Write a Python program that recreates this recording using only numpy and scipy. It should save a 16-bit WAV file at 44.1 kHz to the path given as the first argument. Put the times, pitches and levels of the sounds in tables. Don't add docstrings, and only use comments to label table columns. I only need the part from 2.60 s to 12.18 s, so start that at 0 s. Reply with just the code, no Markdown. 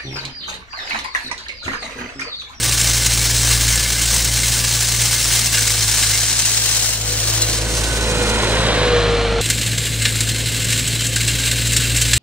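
import sys
import numpy as np
from scipy import signal
from scipy.fft import rfft, irfft, next_fast_len
from scipy.io import wavfile
from scipy.ndimage import uniform_filter1d, map_coordinates

SR = 44100
rng = np.random.default_rng(int(sys.argv[2]) if len(sys.argv) > 2 else 0)


def dump(signal):
    limited = np.clip(np.atleast_2d(signal).T, -1, 1)
    pcm = np.round(limited * 32767).astype(np.int16)
    wavfile.write(sys.argv[1], SR, pcm)


N = 422478
TIME_S = np.arange(N) / SR
JUMP_S = 6.81
HOOD_TOP_HZ, CLICK_EDGE_HZ = 2400, 5300

# (frequency [Hz], relative density [dB])
GRIT_NEAR_SPECTRUM = [(400, -11.5), (700, -9), (1000, -8.5), (1350, -8.5), (1600, -4.5), (2600, -3.5),
                      (4300, 0), (6500, 1), (8400, -0.5), (9800, -4.5), (11000, -12), (12000, -16.5),
                      (13200, -13), (14300, -12), (15400, -11)]
GRIT_FAR_SPECTRUM = [(600, -21), (1300, -10), (1600, -2), (2800, 2.5), (4000, 2.5), (5000, -0.5),
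                     (5800, -4.5), (7400, 2), (8800, -1.5), (9500, -5.5), (11000, -13.5), (13000, -12.5),
                     (15300, -17)]
ROAR_SPECTRUM = [(100, -9), (200, -4), (350, 1), (550, 0.5), (800, -2), (1100, -4.5), (1700, -4),
                 (2500, -6.5), (3300, -5.5), (4200, -9), (4900, -14.5), (9000, -22.5), (12000, -46)]
RUMBLE_SPECTRUM = [(30, -13), (60, -1.5), (82, -3.5), (130, 4), (165, 1), (215, -3), (280, -3.5),
                   (360, -7.5), (520, -8.5), (700, -17.5), (1500, -66)]
# (time [s], half-width [s], loss [dB])
DISC_SHADOWS = [(4.425, 0.075, 5.5), (5.06, 0.05, 4), (5.5, .2, 4)]
# (time [s], relative clack [dB], relative click [dB], rise [s])
STONE_HITS = [(0.119, -18, -13, 0.0024), (.2114, -22, -12, .002), (.308, -19, -22, .001),
              (.461, -18, -12, .002), (.53, -30, -21, 0.00093), (.816, -34, -20, .001),
              (1.078, -16.5, -13, .002), (1.155, -27, -13, .002), (1.4546, -24, -16, .001),
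              (1.541, -35, -13, .001), (1.6445, -35, -16, .001), (1.829, -16, -14, 0.0033),
              (2.4144, -20, -16, .001), (2.7017, -23, -29, .001), (2.972, -19, -27, .001),
              (3.096, -23, -19, .001), (3.4243, -15, -16, 0.0018), (3.852, -22, -12, .001),
              (4.1628, -25, -17, .002), (4.817, -29, -9, .0019), (6.8541, -28, -22, .002),
              (6.8999, -13.5, -11.5, .0005), (6.985, -26, -22, 0.0018), (7.062, -23.5, -22, .0004),
              (7.1761, -18, -16.5, .004), (7.4162, -17, -17, 0.0041), (7.452, -11.5, -21, .0008),
              (7.5552, -24, -23, .002), (7.6057, -18.5, -15, .0004), (7.6875, -23, -19, .002),
              (8.042, -26, -18, 0.0022), (8.1009, -23, -18, .002), (8.121, -13, -15, 0.0054),
              (8.1742, -22, -20, 0.0021), (8.2733, -24, -17, .002), (8.4641, -25, -17, .002),
              (8.557, -15.5, -14, 0.0037), (8.6721, -8.5, -6.5, 0.011), (8.9088, -14, -14, 0.0051),
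              (9.067, -25, -18, .002), (9.129, -25, -16, .0021), (9.1644, -14.5, -11.5, 0.00049),
              (9.2191, -21, -23, .002), (9.3641, -29, -16, 0.00039), (9.414, -17, -11.5, .0004),
              (9.5318, -10.5, -12.5, 0.00081)]
# (frequency [Hz], width [Hz], relative near level [dB], relative far level [dB])
STEEL_MODES = [(1165, 18, -3, -5), (1500, 50, -8, -6), (1614, 20, -7, -3), (1715, 22, -4, -4),
               (2088, 24, -3, -3), (2282, 22, -7, -12), (2700, 35, -12, -6), (2820, 40, -12, -9),
               (3108, 30, -6, -8), (3789, 40, -14, -7), (4036, 45, -8, -3), (4155, 45, -7, -9),
               (4328, 50, -11, -12), (5060, 70, -14, -12), (5495, 110, -8, -9), (6165, 90, -4, -3),
               (6740, 70, -14, -20), (7335, 110, -8, -2.5), (7902, 90, -9, -3.5), (8275, 110, -6, -9),
               (8920, 90, -7, -11), (9730, 100, -14, -10), (10430, 80, -8, -6), (12900, 90, -7, -6),
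               (14750, 70, -9, -5), (14930, 45, -5, -2), (15470, 70, -5, -4)]
# (time [s], gain [dB])
HOOD_GAIN = [(0, 7), (.85, 1), (1.1, 1.5), (2.5, 1), (3.5, 2), (4.2, -15), (6.8, -12), (6.82, 1)]
# (time [s], relative level [dB], most excited pitch [Hz])
FRAME_KNOCKS = [(1.0, -25, 2090), (1.13, -21, 2090), (1.4, -26, 2090), (1.457, -22, 4800),
                (1.83, -22, 2090), (2.41, -23, 2090), (2.56, -25, 2090), (2.938, -17, 2790),
                (2.94, -22, 1715), (2.974, -17, 1615), (2.975, -20, 2290), (3.43, -24, 2090),
                (4.819, -12.5, 4030), (7.456, -18, 1900), (7.607, -22, 4030), (8.56, -23, 1615),
                (8.68, -23, 2790), (9.365, -19, 7364), (9.535, -20, 7364)]
# (frequency [Hz], relative level [dB], t60 [s])
FRAME_MODES = [(1480, 0, .12), (1615, 0, .11), (1715, 0, .12), (2090, 0, .18), (2290, -4, .1),
               (2790, 0, .16), (4030, 0, .11), (4800, 0, .08), (6115, -1, .08), (7364, 0, .07),
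               (7902, -3, .06)]
# (time [s], firing rate [Hz])
FIRING_RATE = [(0, 57.76), (2.75, 57.73), (3.1, 54.44), (3.5, 53.1), (3.9, 56), (4.5, 54.15), (5.25, 55.75),
               (5.52, 55.1), (5.65, 53.54), (6.0, 55.2), (6.2, 54.87), (6.4, 52.8), (6.79, 51.12),
               (6.84, 56.43), (7.7, 55.64), (8.7, 57.64), (9.55, 58.1)]
# (time [s], firing tone [dB], octave [dB])
NEAR_DRONE = [(0, -28, -27), (1.0, -22, -24.5), (1.26, -24, -33), (1.8, -26, -26), (2.6, -31.5, -28.5),
              (3.5, -30, -27), (3.8, -34, -32), (4.28, -33, -32), (4.8, -29, -25), (5.3, -22.5, -31.5),
              (5.8, -23.5, -28), (6.79, -22.5, -28)]
DISTANT_DRONE = [(6.84, -32, -26.5), (7.6, -31, -23.5), (8.1, -33.5, -26), (8.5, -30, -24.5),
                 (9.55, -24, -23.5)]
# (time [s], blade tone [dB], 3rd harmonic [dB], 5th harmonic [dB])
COVER_GAPS = [(3.1, -43, -50, -60), (4.52, -38, -43, -55), (4.87, -37, -43, -50), (5.11, -34, -40, -52),
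              (5.33, -37, -31, -48), (5.53, -27, -38, -33.5), (5.66, -24.5, -30.5, -32.5)]
# (time [s], order [x firing rate], level [dB])
ENGINE_BOOMS = [(4.95, 6, -38.5), (5.75, 4, -31), (6.1, 3, -39)]
# (time [s], band centre [Hz])
HISS_CENTRE = [(5.2, 3920), (5.65, 4060), (6.1, 3910), (6.4, 4070), (6.75, 4250)]
# (time [s], left lead [samples], left minus right [dB])
SPREADER_PAN = [(0, 0, -.4), (2.7, 0, .5), (3.6, .7, .6), (3.9, 2.4, 1.5), (4.25, 3.1, 2.4),
                (4.85, 2.4, 1.5), (5.15, .4, -1), (5.75, .2, -1), (6.4, -.5, 0), (6.8, 0, -.2)]
ENGINE_PAN = [(0, 0, -.3), (3.4, 0, -.5), (4.3, -2.2, -4.5), (5.2, -4.8, -4), (5.7, -4.7, -2.6),
              (6.1, -3.2, -1.3), (6.35, -1.7, -.6), (6.8, 0, -.8)]
# (frequency [Hz], coherence [0-1])
WALL_COHERENCE = [(60, .96), (300, .97), (600, .985), (1300, .99), (2400, .96), (5000, .84), (10000, .75),
                  (12000, .4), (15000, .55)]
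OPEN_COHERENCE = [(60, .96), (1650, .999), (4000, .995), (8000, .975), (10000, .95), (12000, .6),
                  (15000, .7)]
FAN_COHERENCE = [(100, .94), (350, .92), (700, .95), (1500, .97), (5000, .85)]
# (frequency [Hz], left minus right [dB])
CHANNEL_TILT = [(100, 1.8), (250, .6), (1000, .3), (4000, .2), (8000, .5), (14000, 2)]


def grit(far, near_db=-18, far_db=-25, approach_db_per_s=1.22, sizzle_db=3):
    shadow_db = sum(db * bell(s, width_s) for s, width_s, db in DISC_SHADOWS)
    turn_db = 8 * ramp(at_s=4.98, length_s=2.23)
    hide_db = 22 * np.maximum(TIME_S - 5.68, 0)
    dull_db = 16 * ramp(at_s=5.45, length_s=1.1) * (1 - far)
    near_gain = amp(near_db - shadow_db - turn_db - hide_db)
    far_gain = amp(far_db + approach_db_per_s * (TIME_S - JUMP_S))
    flow = blend(near_gain, far_gain, far) * amp(0.7 * wobble(7))
    chips = .19 * tinkle()
    close = impacts(per_s=16000, scatter_db=2.5)
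    close *= clumps(per_s=170, life_s=0.004, scatter_db=0, steady=0.79)
    distant = impacts(per_s=20000, scatter_db=0.5)
    distant *= clumps(per_s=130, life_s=0.005, scatter_db=2.8, steady=0.7)
    close = stereo(close + chips, GRIT_NEAR_SPECTRUM, WALL_COHERENCE)
    distant = stereo(distant + chips, GRIT_FAR_SPECTRUM, OPEN_COHERENCE)
    body, sizzle = split(blend(close, distant, far), edge_hz=10000)
    bent, shaded = split(stereo_width(body) + amp(sizzle_db) * sizzle, edge_hz=12000)
    return flow * (bent + amp(-dull_db) * shaded)


def clumps(per_s, life_s, scatter_db, steady):
    drops = (rng.random(N) < per_s / SR) * amp(scatter_db * np.clip(rng.standard_normal(N), -2, 2))
    power = signal.lfilter([1], [1, -np.exp(-1 / (life_s * SR))], drops)
    mean_power = uniform_filter1d(power, SR // 3) + 1e-9
    return unit(np.sqrt(steady + power / mean_power))


def tinkle(count=3300, samples=1500, t60_s=0.06, scatter_db=2.5):
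    when, pick, detune, strength = rng.random((count, 4)).T[:, :, None]
    mode = (pick ** .6 * (len(STEEL_MODES) - 1)).astype(int)
    hz = np.array(STEEL_MODES)[mode, 0] * (.975 + .05 * detune)
    t = np.arange(samples) / SR
    notes = amp(-scatter_db * np.log(strength + .05) - 60 * t / t60_s) * np.sin(2 * np.pi * hz * t)
    index = (when * (2 * N - samples)).astype(int) + np.arange(samples)
    return unit(np.bincount(index.ravel(), notes.ravel(), 2 * N).reshape(2, N))


def stereo_width(pair, side_cut_db=14, side_boost_db=8):
    mid = pair.mean(axis=0)
    side_db = side_boost_db * passing(4.1, 24, 1) - side_cut_db * (1 - ramp(at_s=2, length_s=.6))
    return mid + amp(side_db) * (pair - mid)


def stones(far, rattle_s=0.012, tail_s=0.032, tail_db=-12, near_db=-5, far_db=-3.5):
    clack_gain, click_gain = np.zeros((2, N + SR))
    t = np.arange(SR // 4) / SR
    decay = np.exp(-(t / rattle_s) ** 2) + amp(tail_db) * np.exp(-t / tail_s)
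    for s, clack_db, click_db, rise_s in STONE_HITS:
        burst = (1 - np.exp(-(t / rise_s) ** 2)) * decay
        add_at(clack_gain, s, amp(clack_db) * burst)
        add_at(click_gain, s, amp(click_db) * burst)
    contacts = stereo(impacts(per_s=16000, scatter_db=3), GRIT_FAR_SPECTRUM, OPEN_COHERENCE)
    clack, click = split(contacts, CLICK_EDGE_HZ)
    bursts = unit(clack) * clack_gain[:N] + unit(click) * click_gain[:N]
    return amp(blend(near_db, far_db, far)) * bursts


def steel_ring(clicks, far, ring_gain=1.32, wander_db=2.5):
    out = clicks
    hood_db, = curves(HOOD_GAIN)
    for hz, width_hz, near_db, far_db in STEEL_MODES:
        db = blend(near_db, far_db, far) + hood_db * (hz < HOOD_TOP_HZ) + wander_db * wobble(20)
        resonator = signal.iirpeak(hz, hz / width_hz, SR)
        out = out + signal.lfilter(*resonator, ring_gain * amp(db) * clicks)
    return out


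def stone_pings(ring_db=-8.5, scatter_db=5, hood_loss_db=5, t60_s=.075):
    out, t = np.zeros(N + SR), np.arange(SR // 4) / SR
    for s, clack_db, click_db, rise_s in STONE_HITS:
        attack = 1 - np.exp(-(t / rise_s) ** 2)
        for hz, _, _, mode_db in STEEL_MODES[1:22]:
            db = ring_db + mode_db + scatter_db * np.clip(rng.normal(), -2, 1.3)
            db -= hood_loss_db * (hz < HOOD_TOP_HZ)
            db += clack_db if hz < CLICK_EDGE_HZ else click_db
            add_at(out, s, attack * damped_sine(t, hz, db, t60_s))
    return out[:N]


def frame_clanks(gain_db=-1, rise_s=0.0025, falloff_db_per_octave=22):
    out, t = np.zeros(N + SR), np.arange(SR // 3) / SR
    attack = 1 - np.exp(-t / rise_s)
    for s, knock_db, pitch_hz in FRAME_KNOCKS:
        for hz, mode_db, t60_s in FRAME_MODES:
            loss_db = falloff_db_per_octave * abs(np.log2(hz / pitch_hz))
            db = gain_db + knock_db + mode_db - loss_db + rng.normal()
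            add_at(out, s, attack * damped_sine(t, hz, db, t60_s))
    return out[:N]


def exhaust(phase, far, far_rumble_db=-31, stereo_lag_rad=0.11, hum_order=4.5):
    firing_db, octave_db = blend(curves(NEAR_DRONE), curves(DISTANT_DRONE), far)
    ear_phase = phase + np.array([[.5], [-.5]]) * stereo_lag_rad
    pulse = np.cos(ear_phase) + amp(-19.5) * np.cos(3 * ear_phase)
    firing = amp(firing_db + 1.06 * wobble(13)) * pulse
    octave = amp(octave_db + 1.6 * wobble(12)) * np.cos(2 * ear_phase)
    hum = far * amp(octave_db - 19 + 1.9 * wobble(6.7)) * np.cos(hum_order * ear_phase)
    front = amp(-31.5 - 1.5 * TIME_S)
    abreast = amp(-27.5) * passing(at_s=6.46, fall_db_per_s=17.5, round_s=2.6)
    hopper_shade = amp(-5 * bell(at_s=4.2, width_s=0.58))
    rumble_gain = blend(hopper_shade * np.hypot(front, abreast), amp(far_rumble_db), far)
    turbulence = rng.standard_normal((2, N)) * (1 + 0.046 * np.cos(phase))
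    puffs = stereo(turbulence, RUMBLE_SPECTRUM, WALL_COHERENCE)
    return np.sqrt(2) * (firing + octave + hum) + rumble_gain * placed(puffs, ENGINE_PAN)


def fan_roar(phase, far, abreast_db=-18, far_db=-41.5, hiss_relative_db=-12.5):
    front = amp(-40 - 5 * TIME_S)
    abreast = amp(abreast_db) * passing(at_s=6.114, fall_db_per_s=12, round_s=0.26)
    gain = blend(np.hypot(front, abreast), amp(far_db), far)
    air = rng.standard_normal((2, N))
    clatter = .5 * impacts(per_s=1200, scatter_db=6) * (1 + 0.22 * np.cos(phase))
    roar = snow_bounce(stereo(air + clatter, ROAR_SPECTRUM, FAN_COHERENCE), far)
    return gain * (roar + amp(hiss_relative_db) * drive_hiss())


def fan_whine(phase, far, order=9, faint_db=-49, grille_db=-19, overtone_relative_db=-18):
    gaps = [np.outer(amp(dbs), passing(s, fall_db_per_s=130, round_s=.085)) for s, *dbs in COVER_GAPS]
    leak, third_leak, fifth_leak = np.max(gaps, axis=0)
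    side = blend(np.hypot(amp(faint_db), leak), amp(faint_db), far)
    grille_open = ramp(at_s=6.17, length_s=0.055) * (1 - far)
    grille = amp(grille_db) * grille_open * passing(at_s=6.44, fall_db_per_s=36, round_s=0.45)
    blade_phase = order * phase + .1 * wobble(45)
    tone = np.hypot(side, grille) * amp(1.4 * wobble(22)) * np.sin(blade_phase)
    grille_overtone = amp(overtone_relative_db) * grille
    third = np.hypot(third_leak, grille_overtone) * np.sin(3 * blade_phase)
    fifth = np.hypot(fifth_leak, grille_overtone) * np.sin(5 * blade_phase)
    return np.sqrt(2) * (tone + amp(1.5 * wobble(12)) * (third + fifth))


def engine_booms(phase):
    out = np.zeros(N)
    for s, order, db in ENGINE_BOOMS:
        tone = np.sqrt(2) * np.cos(order * phase + .5 * wobble(30))
        out += amp(db) * passing(s, fall_db_per_s=55, round_s=0.26) * tone
    return out


def drive_hiss(half_width_hz=160):
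    centre_hz, = curves(HISS_CENTRE)
    noise = stereo(rng.standard_normal((2, N)), spectrum=[(100, 0)], coherence=[(100, .9)])
    band, _ = split(noise, half_width_hz)
    return unit(band * np.cos(2 * np.pi * np.cumsum(centre_hz) / SR))


def snow_bounce(pair, far, reflection=.3):
    closest_s, closest_m, speed_m_per_s = 5.6, 1.93, 2.23
    ear_m, fan_m = 1.5, .6
    distance_m = np.hypot(closest_m, speed_m_per_s * (TIME_S - closest_s))
    detour_m = np.hypot(distance_m, ear_m + fan_m) - np.hypot(distance_m, ear_m - fan_m)
    delayed_index = np.arange(N) - detour_m / 343 * SR
    dull, _ = split(pair, edge_hz=1800)
    bounce = np.array([map_coordinates(side, [delayed_index]) for side in dull])
    return pair + reflection * (1 - far) * bounce


def impacts(per_s, scatter_db):
    hit = rng.random((2, N)) < per_s / SR
    return unit(hit * rng.choice([-1, 1], (2, N)) * amp(scatter_db * rng.standard_normal((2, N))))


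def damped_sine(t, hz, db, t60_s):
    return amp(db - 60 * t / t60_s) * np.sin(2 * np.pi * (hz * t + rng.random()))


def stereo(pair, spectrum, coherence):
    def response(hz):
        angle = np.arccos(np.clip(along(coherence, hz), 0, 1)) / 2
        return amp(along(spectrum, hz)) * np.array([np.cos(angle), np.sin(angle)])
    mid, side = filtered(pair, response)
    return unit(np.array([mid + side, mid - side]))


def placed(pair, pan):
    lead_samples, tilt_db = curves(pan)
    return np.array([amp(side * tilt_db) * map_coordinates(x, [np.arange(N) + side * lead_samples])
                     for x, side in zip(pair, (.5, -.5))])


def passing(at_s, fall_db_per_s, round_s):
    return amp(-fall_db_per_s * (np.hypot(TIME_S - at_s, round_s) - round_s))


def ramp(at_s, length_s):
    return np.clip((TIME_S - at_s) / length_s + .5, 0, 1)


def bell(at_s, width_s):
    return np.exp(-((TIME_S - at_s) / width_s) ** 2)


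def blend(near, distant, far):
    return (1 - far) * near + far * distant


def wobble(knots_per_s):
    knots = rng.standard_normal(int(N * knots_per_s / SR) + 4)
    return np.interp(np.arange(N) * knots_per_s / SR, np.arange(len(knots)), knots)


def curves(rows):
    times_s, *columns = np.transpose(rows)
    return np.array([np.interp(TIME_S, times_s, column) for column in columns])


def along(points, hz):
    knots_hz, values = np.transpose(points)
    return np.interp(np.log(hz + 1), np.log(knots_hz + 1), values)


def filtered(x, response):
    size = next_fast_len(N + SR // 2)
    return irfft(rfft(x, size) * response(np.fft.rfftfreq(size, 1 / SR)), size)[..., :N]


def split(x, edge_hz):
    low = filtered(x, lambda hz: 1 / (1 + (hz / edge_hz) ** 12))
    return low, x - low


def add_at(track, at_s, sound):
    track[round(at_s * SR):][:len(sound)] += sound


def amp(db):
    return 10 ** (np.asarray(db) / 20)


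def unit(x):
    return x / np.sqrt(np.mean(x ** 2) + 1e-20)


def scene():
    firing_hz, = curves(FIRING_RATE)
    phase = 2 * np.pi * np.cumsum(firing_hz) / SR
    far = ramp(JUMP_S, length_s=0.0057)
    spreader = steel_ring(grit(far) + stones(far), far) + stone_pings() + frame_clanks()
    pipe = exhaust(phase, far)
    engine = fan_roar(phase, far) + fan_whine(phase, far) + engine_booms(phase)
    return placed(spreader, SPREADER_PAN) + pipe + placed(engine, ENGINE_PAN)


def record(dry, ceiling=.9, top_hz=15750):
    pair = filtered(dry, lambda hz: amp(along(CHANNEL_TILT, hz) * np.array([[.5], [-.5]])))
    rounded = pair / (1 + np.abs(pair / ceiling) ** 6) ** (1 / 6)
    return filtered(rounded, lambda hz: hz < top_hz)


dry = scene()
out = record(dry)
dump(out)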